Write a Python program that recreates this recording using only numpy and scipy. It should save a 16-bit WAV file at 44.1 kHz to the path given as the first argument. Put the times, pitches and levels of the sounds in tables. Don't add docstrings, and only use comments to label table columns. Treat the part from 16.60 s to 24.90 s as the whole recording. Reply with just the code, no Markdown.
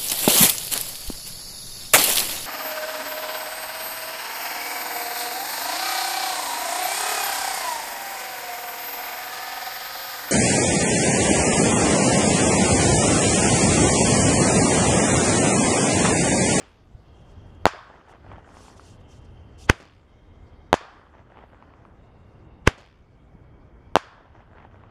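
import sys
import numpy as np
from scipy import signal
from scipy.io import wavfile

SR = 44100
rng = np.random.default_rng(int(sys.argv[2]) if len(sys.argv) > 2 else 0)


def transcribe(signal):
    frames = np.atleast_2d(signal).T
    limited = np.clip(frames, -1, 1)
    pcm = np.round(limited * 32767).astype(np.int16)
    wavfile.write(sys.argv[1], SR, pcm)


def attenuation_scalar(level_db):
    decades = np.asarray(level_db, float) / 20
    return 10 ** decades


N = 366030

BURST_S = [1.05546, 4.12966, 7.35606]
LAUNCH_S = [-.095, 3.09824, 6.07497]
EARLY_S = [0, .0185, .033]
# [answer level/dB, extra edge level/dB]
ANSWERS = [(0, 0), (-3.5, 2), (-4, 2)]


def rms_one(x):
    return x / np.sqrt(np.mean(x ** 2) + 1e-20)


def in_time(rows, after_s=0):
    return np.interp(np.arange(N) / SR - after_s, *np.transpose(rows))


def at_hz(points, hz, order=1):
    points = np.array(points)
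    return np.interp(np.log(hz), np.log(points[:, 0]), points[:, order])


def band(x, low_hz, high_hz):
    return signal.sosfilt(signal.butter(2, [low_hz, high_hz], "band", fs=SR, output="sos"), x)


def dull(x, cut_hz):
    return signal.sosfilt(signal.butter(2, min(cut_hz, .45 * SR), fs=SR, output="sos"), x)


def drift(rate_hz):
    r = np.exp(-80 * np.pi * rate_hz / SR)
    white = rng.standard_normal(N // 40 + 2002)
    slow = signal.lfilter([1], [1, -2 * r, r * r], white)[2000:]
    return np.interp(np.arange(N) / 40, np.arange(len(slow)), rms_one(slow))


def ring(clicks, hz, t60):
    r = attenuation_scalar(-60 / (t60 * SR))
    w = 2 * np.pi * hz / SR
    return signal.lfilter([0, np.sin(w)], [1, -2 * r * np.cos(w), r * r], clicks + 1e-18)


def coloured(spectrum, patchy_db, rate_hz):
    edges = 20 * 2 ** np.arange(0, 9.9, 1 / 3)
    white = rng.standard_normal((2, N))
    out = 0
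    for k, (low, high) in enumerate(zip(edges, edges[1:])):
        hz = np.sqrt(low * high)
        if spectrum[0][0] < hz < spectrum[-1][0]:
            gain = attenuation_scalar(at_hz(spectrum, hz) + patchy_db * drift(rate_hz))
            out = out + gain * band(white[k % 2], low, high)
    return rms_one(out)


def notched(x):
    dips_hz = [3950, 8000]
    for hz in dips_hz:
        x = signal.lfilter(*signal.iirnotch(hz, hz / 170, fs=SR), x)
    return x


def ticks(size, per_s, depth):
    hits = (rng.random(size) < per_s / SR) * rng.uniform(.3, 1, size)
    return 1 - depth + depth * rms_one(dull(hits, 170))


def roll(table, ms, build_ms):
    white = rng.standard_normal((2, len(ms)))
    after = np.maximum(ms, 0)
    edges = 40 * 2 ** np.arange(0, 9, .5)
    out = 0
    for k, (low, high) in enumerate(zip(edges, edges[1:])):
        hz = np.sqrt(low * high)
        decay_db = 0.057 * after / at_hz(table, hz, order=2)
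        out = out + attenuation_scalar(at_hz(table, hz) - decay_db) * band(white[k % 2], low, high)
    return 3.0 * notched(out) * (1 - np.exp(-after / build_ms))


def blast(ms, push_db, push_ms, suction_db, suction_ms, rise_ms=0.011):
    push = np.clip(ms / rise_ms + .5, 0, 1) * np.cos(np.pi / 2 * np.clip(ms / push_ms, 0, 1))
    suction = np.sin(np.pi * np.clip((ms - push_ms) / suction_ms, 0, 1) ** .75)
    return attenuation_scalar(push_db) * push - attenuation_scalar(suction_db) * suction


def add(out, s, voice, *row):
    start = round(s * SR) - 1323
    at = np.arange(start, start + 24000)
    out[at[at >= 0]] += voice((at / SR - s) * 1000, *row)[at >= 0]


def launch(ms, push_ms, lag_ms, puff_db, suck_db, leak_db, roll_db, fence_db):
    # [f/Hz, level/dB per Hz, t60/s]
    field_roll = [(60, -1.5, .15), (300, -1.5, 0.23), (895.7, -5, 0.38), (2000, -8, 0.42),
                  (3470, -13.5, .35), (6760, -23.5, 0.28), (14000, -37, .15)]
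    # [f/Hz, level/dB per Hz, t60/s]
    fence_roll = [(100, 3, 0.21), (470, 8, 0.21), (1440, -5.5, 0.71), (3500, -10.5, 0.74),
                  (6600, -15, 0.16), (14000, -34, 0.13)]

    before = np.minimum(ms, 0)
    sizzle = rms_one(band(rng.standard_normal(len(ms)), 350, 2600))
    swell = (np.exp(before / 2.9) + 0.1 * np.exp(before / 6.8)) * (ms < -.4)
    leak = attenuation_scalar(leak_db) * sizzle * swell
    puff = dull(blast(ms + .62, puff_db, .36, suck_db, .4, rise_ms=.2), 5000)

    muzzle = blast(ms, 13, push_ms, -30, .1)
    ground = dull(blast(ms - lag_ms, 7.5, push_ms, -40, .1, rise_ms=.08), 6500)
    after = np.maximum(ms - .8 * push_ms, 0)
    fade = np.exp(-after / 5.2 - (after / 13) ** 4) * (after > 0)
    swing = -attenuation_scalar(.5) * np.cos(2 * np.pi * .07 * after) * fade
    report = dull(muzzle + ground + swing, 9000)

    post = np.sqrt(np.maximum(ms - 103, 0) / .3 + 81) - 9
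    picket = .45 + 1.4 * np.exp(-(post % 1) / .3)
    fence = attenuation_scalar(fence_db) * picket * roll(fence_roll, ms - 103, build_ms=0.43)
    field = roll(field_roll, ms, build_ms=3.0) * (1 + 6 * np.exp(-np.maximum(ms, 0) / 12.0))
    return leak + puff + report + attenuation_scalar(roll_db) * field + fence


def ducking():
    depth_db, hold_s, launch_recover_s, burst_recover_s = 10, 0.083, 0.68, 1

    def dip(s, recover_s):
        return in_time([(0, 0), (.01, -depth_db), (hold_s, -depth_db), (hold_s + recover_s, 0)], s)

    dips = [dip(s, burst_recover_s) for s in BURST_S] + [dip(s, launch_recover_s) for s in LAUNCH_S]
    return np.min(dips, axis=0)


def air():
    # [f/Hz, level/dB per Hz]
    wind_colour = [(12, -37), (20, -11), (32, -3), (82, 2), (254, -16.5), (297, -14.5), (356, -19),
                   (450, -19.5), (580, -50.5), (990, -120)]
    # [t/s, level/dB]
    rumble_course = [(0, -47), (.5, -48), (1, -45.5), (1.55, -52), (1.72, -37.5), (1.85, -51.5), (3, -46.5),
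                     (3.7, -48.5), (4.1, -50), (4.6, -47.5), (4.8, -51.5), (5.3, -51), (5.7, -48), (6, -47),
                     (6.7, -49), (7.3, -49.5), (7.85, -46.5), (8.3, -49)]
    # [f/Hz, level/dB per Hz]
    hiss_colour = [(2200, -18.5), (3000, -4), (3700, -8), (4500, -8.5), (6100, -12.5), (8000, -18),
                   (11000, -23), (15000, -22.5), (17500, -26)]
    # [f/Hz, level/dB per Hz]
    hum_colour = [(120, -32.5), (200, -3.5), (611, -8), (1000, -12), (1700, -20), (2000, -24.5),
                  (2600, -32), (3400, -57)]

    hiss_db, hiss_fall_db_per_s = -71.5, 1.2
    hum_db, hum_fall_db_per_s = -55.5, 0.33
    t = np.arange(N) / SR
    duck_db = ducking()
    wind = attenuation_scalar(in_time(rumble_course) + duck_db) * coloured(wind_colour, patchy_db=1.0, rate_hz=1.2)
    hiss_gain = attenuation_scalar(hiss_db - hiss_fall_db_per_s * t + 0.092 * duck_db)
    hiss = hiss_gain * coloured(hiss_colour, patchy_db=3.0, rate_hz=8.3)
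    hum_gain = attenuation_scalar(hum_db - hum_fall_db_per_s * t + 0.98 * duck_db)
    hum = hum_gain * coloured(hum_colour, patchy_db=1.0, rate_hz=10.0)
    return wind + hiss + hum


def tube():
    # [start t/s, f/Hz, level/dB]
    pipe_modes = [(.3, 2150, -82), (5.3, 2173, -78), (.4, 2790, -76), (0.401, 3200, -72.5),
                  (2.2, 2770, -75), (2.199, 3130, -72), (2.301, 2100, -77), (3.4, 2130, -74),
                  (3.4, 3190, -77), (3.4, 3740, -83.5), (5.3, 2780, -77), (5.3, 3700, -85),
                  (6.35, 2250, -76.5), (6.5, 3210, -83)]
    t60 = 1.7 / 170
    out = np.zeros(N)
    for start, hz, db in pipe_modes:
        end = min(s for s in BURST_S + LAUNCH_S if s > start)
        at = np.arange(round(start * SR), round(end * SR))
        white = rng.standard_normal(len(at))
        tone = rms_one(ring(ring(white, hz, t60), hz, t60))
        fade_in = np.minimum(1, (at / SR - start) / 0.11)
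        out[at] += attenuation_scalar(db) * tone * fade_in
    return out * attenuation_scalar(1.5 * drift(12.0))


def knocks():
    # [t/s, peak level/dB, f/Hz]
    gust_hits = [
        (0.347, -31.5, 100),
        (6.75, -38.5, 210),
    ]
    out = np.zeros(N)
    for s, db, hz in gust_hits:
        body = ring(ring(np.arange(6000) == 0, hz, 2.5 / hz), hz, 2.5 / hz)
        out[round(s * SR):][:6000] += attenuation_scalar(db) * body / np.abs(body).max()
    return out


def sputter():
    # [t/s, length/s, level/dB]
    flares = [(.5, 0.18, -76), (.605, .02, -81), (0.67, 0.071, -72), (0.845, 0.073, -77),
              (.945, 0.013, -71), (1.48, 0.052, -63), (1.712, .03, -74), (1.851, 0.099, -67),
              (1.917, 0.25, -56), (2.157, 0.033, -60.5), (2.167, 0.208, -58.5), (2.395, 0.027, -72),
              (2.474, 0.13, -62), (2.61, .02, -72), (2.64, .025, -68), (2.974, 0.099, -52.5),
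              (3.115, .11, -63)]
    # [f/Hz, level/dB per Hz]
    powder_colour = [(1530, -34), (2600, -4.5), (3200, 0.5), (3850, -5), (4190, -3), (6500, 0), (8060, -7),
                     (9480, -4.5), (12500, -18), (16400, -27.5)]
    t = np.arange(N) / SR
    gain = np.zeros(N)
    for s, length, db in flares:
        arch = np.abs(np.sin(np.pi * np.clip((t - s) / length, 0, 1)))
        gain += attenuation_scalar(db) * arch ** .9
    return gain * coloured(powder_colour, patchy_db=2.0, rate_hz=25.0)


def burst(ms, push_ms, suction_ms, lag_ms, echo_db, bounce_db, roll_db, wall_db):
    # [f/Hz, level/dB per Hz, t60/s]
    field_roll = [(100, -13.5, .1), (400, -6, .12), (700, -3.5, 0.19), (1260, -1.5, 1), (2000, -7.5, 0.45),
                  (3500, -14.5, 0.69), (6660, -15.5, 0.17), (14000, -36, 0.11)]
    # [f/Hz, level/dB, t60/s]
    near_rings = [(1040, -24.5, 0.013), (1561, -13.5, 0.009), (2303, -22.5, 0.011), (3300, -23.5, 0.0077),
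                  (60, -30.5, .05)]
    # [f/Hz, level/dB per Hz, t60/s]
    wall_roll = [(200, -9, 0.19), (457, 9.5, 0.16), (1010, 4, 0.62), (1790, -9, 0.18), (4000, -34, 0.34),
                 (14000, -60, .2)]

    direct = dull(blast(ms, 14, push_ms, 4, suction_ms), 11000)
    bounce = attenuation_scalar(bounce_db) * dull(blast(ms - 1.55, -6, .15, 0.5, .5), 5000)
    echo = blast(ms - lag_ms, 2.5, 1.2 * push_ms, 4.5, 1.1 * suction_ms, rise_ms=.2)
    ground = attenuation_scalar(echo_db) * dull(np.tanh(echo), 6500)

    half_sample_ms = 500 / SR
    kicks = 1. * (np.abs(ms - 1.3) < half_sample_ms) + .55 * (np.abs(ms - lag_ms - 1.2) < half_sample_ms)
    ringing = sum(attenuation_scalar(db) * ring(kicks, hz * rng.uniform(0.72, 1.3), t60) for hz, db, t60 in near_rings)

    close = roll(field_roll, ms - .9, build_ms=.3) * np.exp(-np.maximum(ms, 0) / 2.6)
    surge = 1 + 2.6 * np.exp(-np.maximum(ms - lag_ms, 0) / 11.0)
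    field = roll(field_roll, ms - lag_ms, build_ms=0.18) * surge
    grain = ticks(len(ms), per_s=120.0, depth=0.35)
    wall = attenuation_scalar(wall_db) * grain * roll(wall_roll, ms - 78, build_ms=1.8)
    return direct + bounce + ground + ringing + attenuation_scalar(roll_db + 11.5) * close + attenuation_scalar(roll_db) * field + wall


def pops():
    lags_s = [.2565, .2855, .3565, .4275, .4395, .4715, .4815, .5905, .6095, .6455, .6605, .6785, .7025,
              .7265, .7895, .8205, .8345, .9135, .9935, 1.0265, 1.1405]
    # [peak level/dB, f/Hz, edge level/dB]
    reflectors = [(-41, 900, -5), (-42, 700, -5), (-42, 1090, -10), (-42, 800, -5), (-43, 800, 0),
                  (-44, 900, -3), (-42, 800, 0), (-43, 690, -1), (-41, 750, 1), (-43, 900, -3),
                  (-35, 1000, -2), (-40, 910, -1), (-43, 1000, -1), (-34, 850, -8), (-47, 1450, 0),
                  (-41, 656, 1), (-42, 970, 0), (-36, 1050, -6), (-45, 1000, -5), (-38, 1030, -5),
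                  (-35, 1250, -6)]
    cycles = 6
    out = np.zeros(N + SR)
    click = np.arange(900) == 0
    for s, early_s, (answer_db, bright_db) in zip(BURST_S, EARLY_S, ANSWERS):
        for lag_s, (db, hz, edge_db) in zip(lags_s, reflectors):
            hz = hz * rng.uniform(.93, 1.07)
            body = ring(ring(click, hz, cycles / hz), hz, cycles / hz)
            edge = dull(ring(click, 2.2 * min(hz, 1050), 4.5 / hz), 3300)
            pop = body / np.abs(body).max() + attenuation_scalar(edge_db + bright_db) * edge
            out[round((s + lag_s - early_s) * SR):][:900] += attenuation_scalar(db + answer_db) * pop
    return out[:N]


def land():
    # [t after the burst/s, level/dB]
    scatter = [(.24, -50.5), (.4, -57), (.43, -51.5), (.495, -50.5), (.52, -57.5), (.58, -56), (.66, -46.5),
               (.735, -49.5), (.765, -56.5)]
    # [f/Hz, level/dB per Hz]
    far_colour = [(90, -30), (150, -1), (402, 0), (703, -1.5), (935, -1), (1700, -6.5), (2260, -18),
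                  (3130, -15.5), (4000, -38.5), (5200, -63), (8800, -120)]
    tail_s, tail_db = 1.09, -55.5
    tail = [(scatter[-1][0] + 0.11, tail_db + 3.5), (tail_s, tail_db), (tail_s + 0.42, -80)]
    course = [(0, -90), *scatter, *tail]
    gain = np.zeros(N)
    for s, early_s, (answer_db, _) in zip(BURST_S, EARLY_S, ANSWERS):
        gain += attenuation_scalar(in_time(course, s - early_s) + answer_db)
    grain = ticks(N, per_s=150.0, depth=0.24)
    return gain * grain * coloured(far_colour, patchy_db=-1.8, rate_hz=59.0)


def scene():
    # [push/ms, ground echo lag/ms, early puff level/dB, its suction level/dB]
    launch_shapes = [(.27, 1.95, -4, -4), (.27, 1.98, -3.5, 0), (.265, 1.91, -6, -8)]
    # [gas leak level/dB, roll level/dB, fence level/dB]
    launch_levels = [(-16, -29.5, -49), (-12.5, -33, -46), (-16, -33, -47)]
    # [push/ms, suction/ms, ground echo lag/ms, ground echo level/dB, near bounce level/dB]
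    burst_shapes = [(.33, .72, 10.62, -2.6, -8), (.37, .74, 11.07, -2.7, -11), (.41, .62, 11.07, -2.6, -18)]
    # [roll level/dB, far wall level/dB]
    burst_levels = [(-30.5, -40), (-33, -42.5), (-36, -48)]

    diffuse = notched(air() + sputter() + land())
    out = diffuse + tube() + knocks() + pops()
    for s, shape, levels in zip(LAUNCH_S, launch_shapes, launch_levels):
        add(out, s, launch, *shape, *levels)
    for s, shape, levels in zip(BURST_S, burst_shapes, burst_levels):
        add(out, s, burst, *shape, *levels)
    return out[None]


def low_pass(x):
    return signal.sosfilt(signal.butter(12, 16520, fs=SR, output="sos"), x)


def record(dry):
    overloaded = np.clip(dry, -1.08, 1.08)
    flat = dull(overloaded, 10000)
    flat += attenuation_scalar(-97) * band(rng.standard_normal(flat.shape), 9000, 16500)
    return low_pass(np.clip(flat, -1, 1))


dry = scene()
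out = record(dry)
transcribe(out)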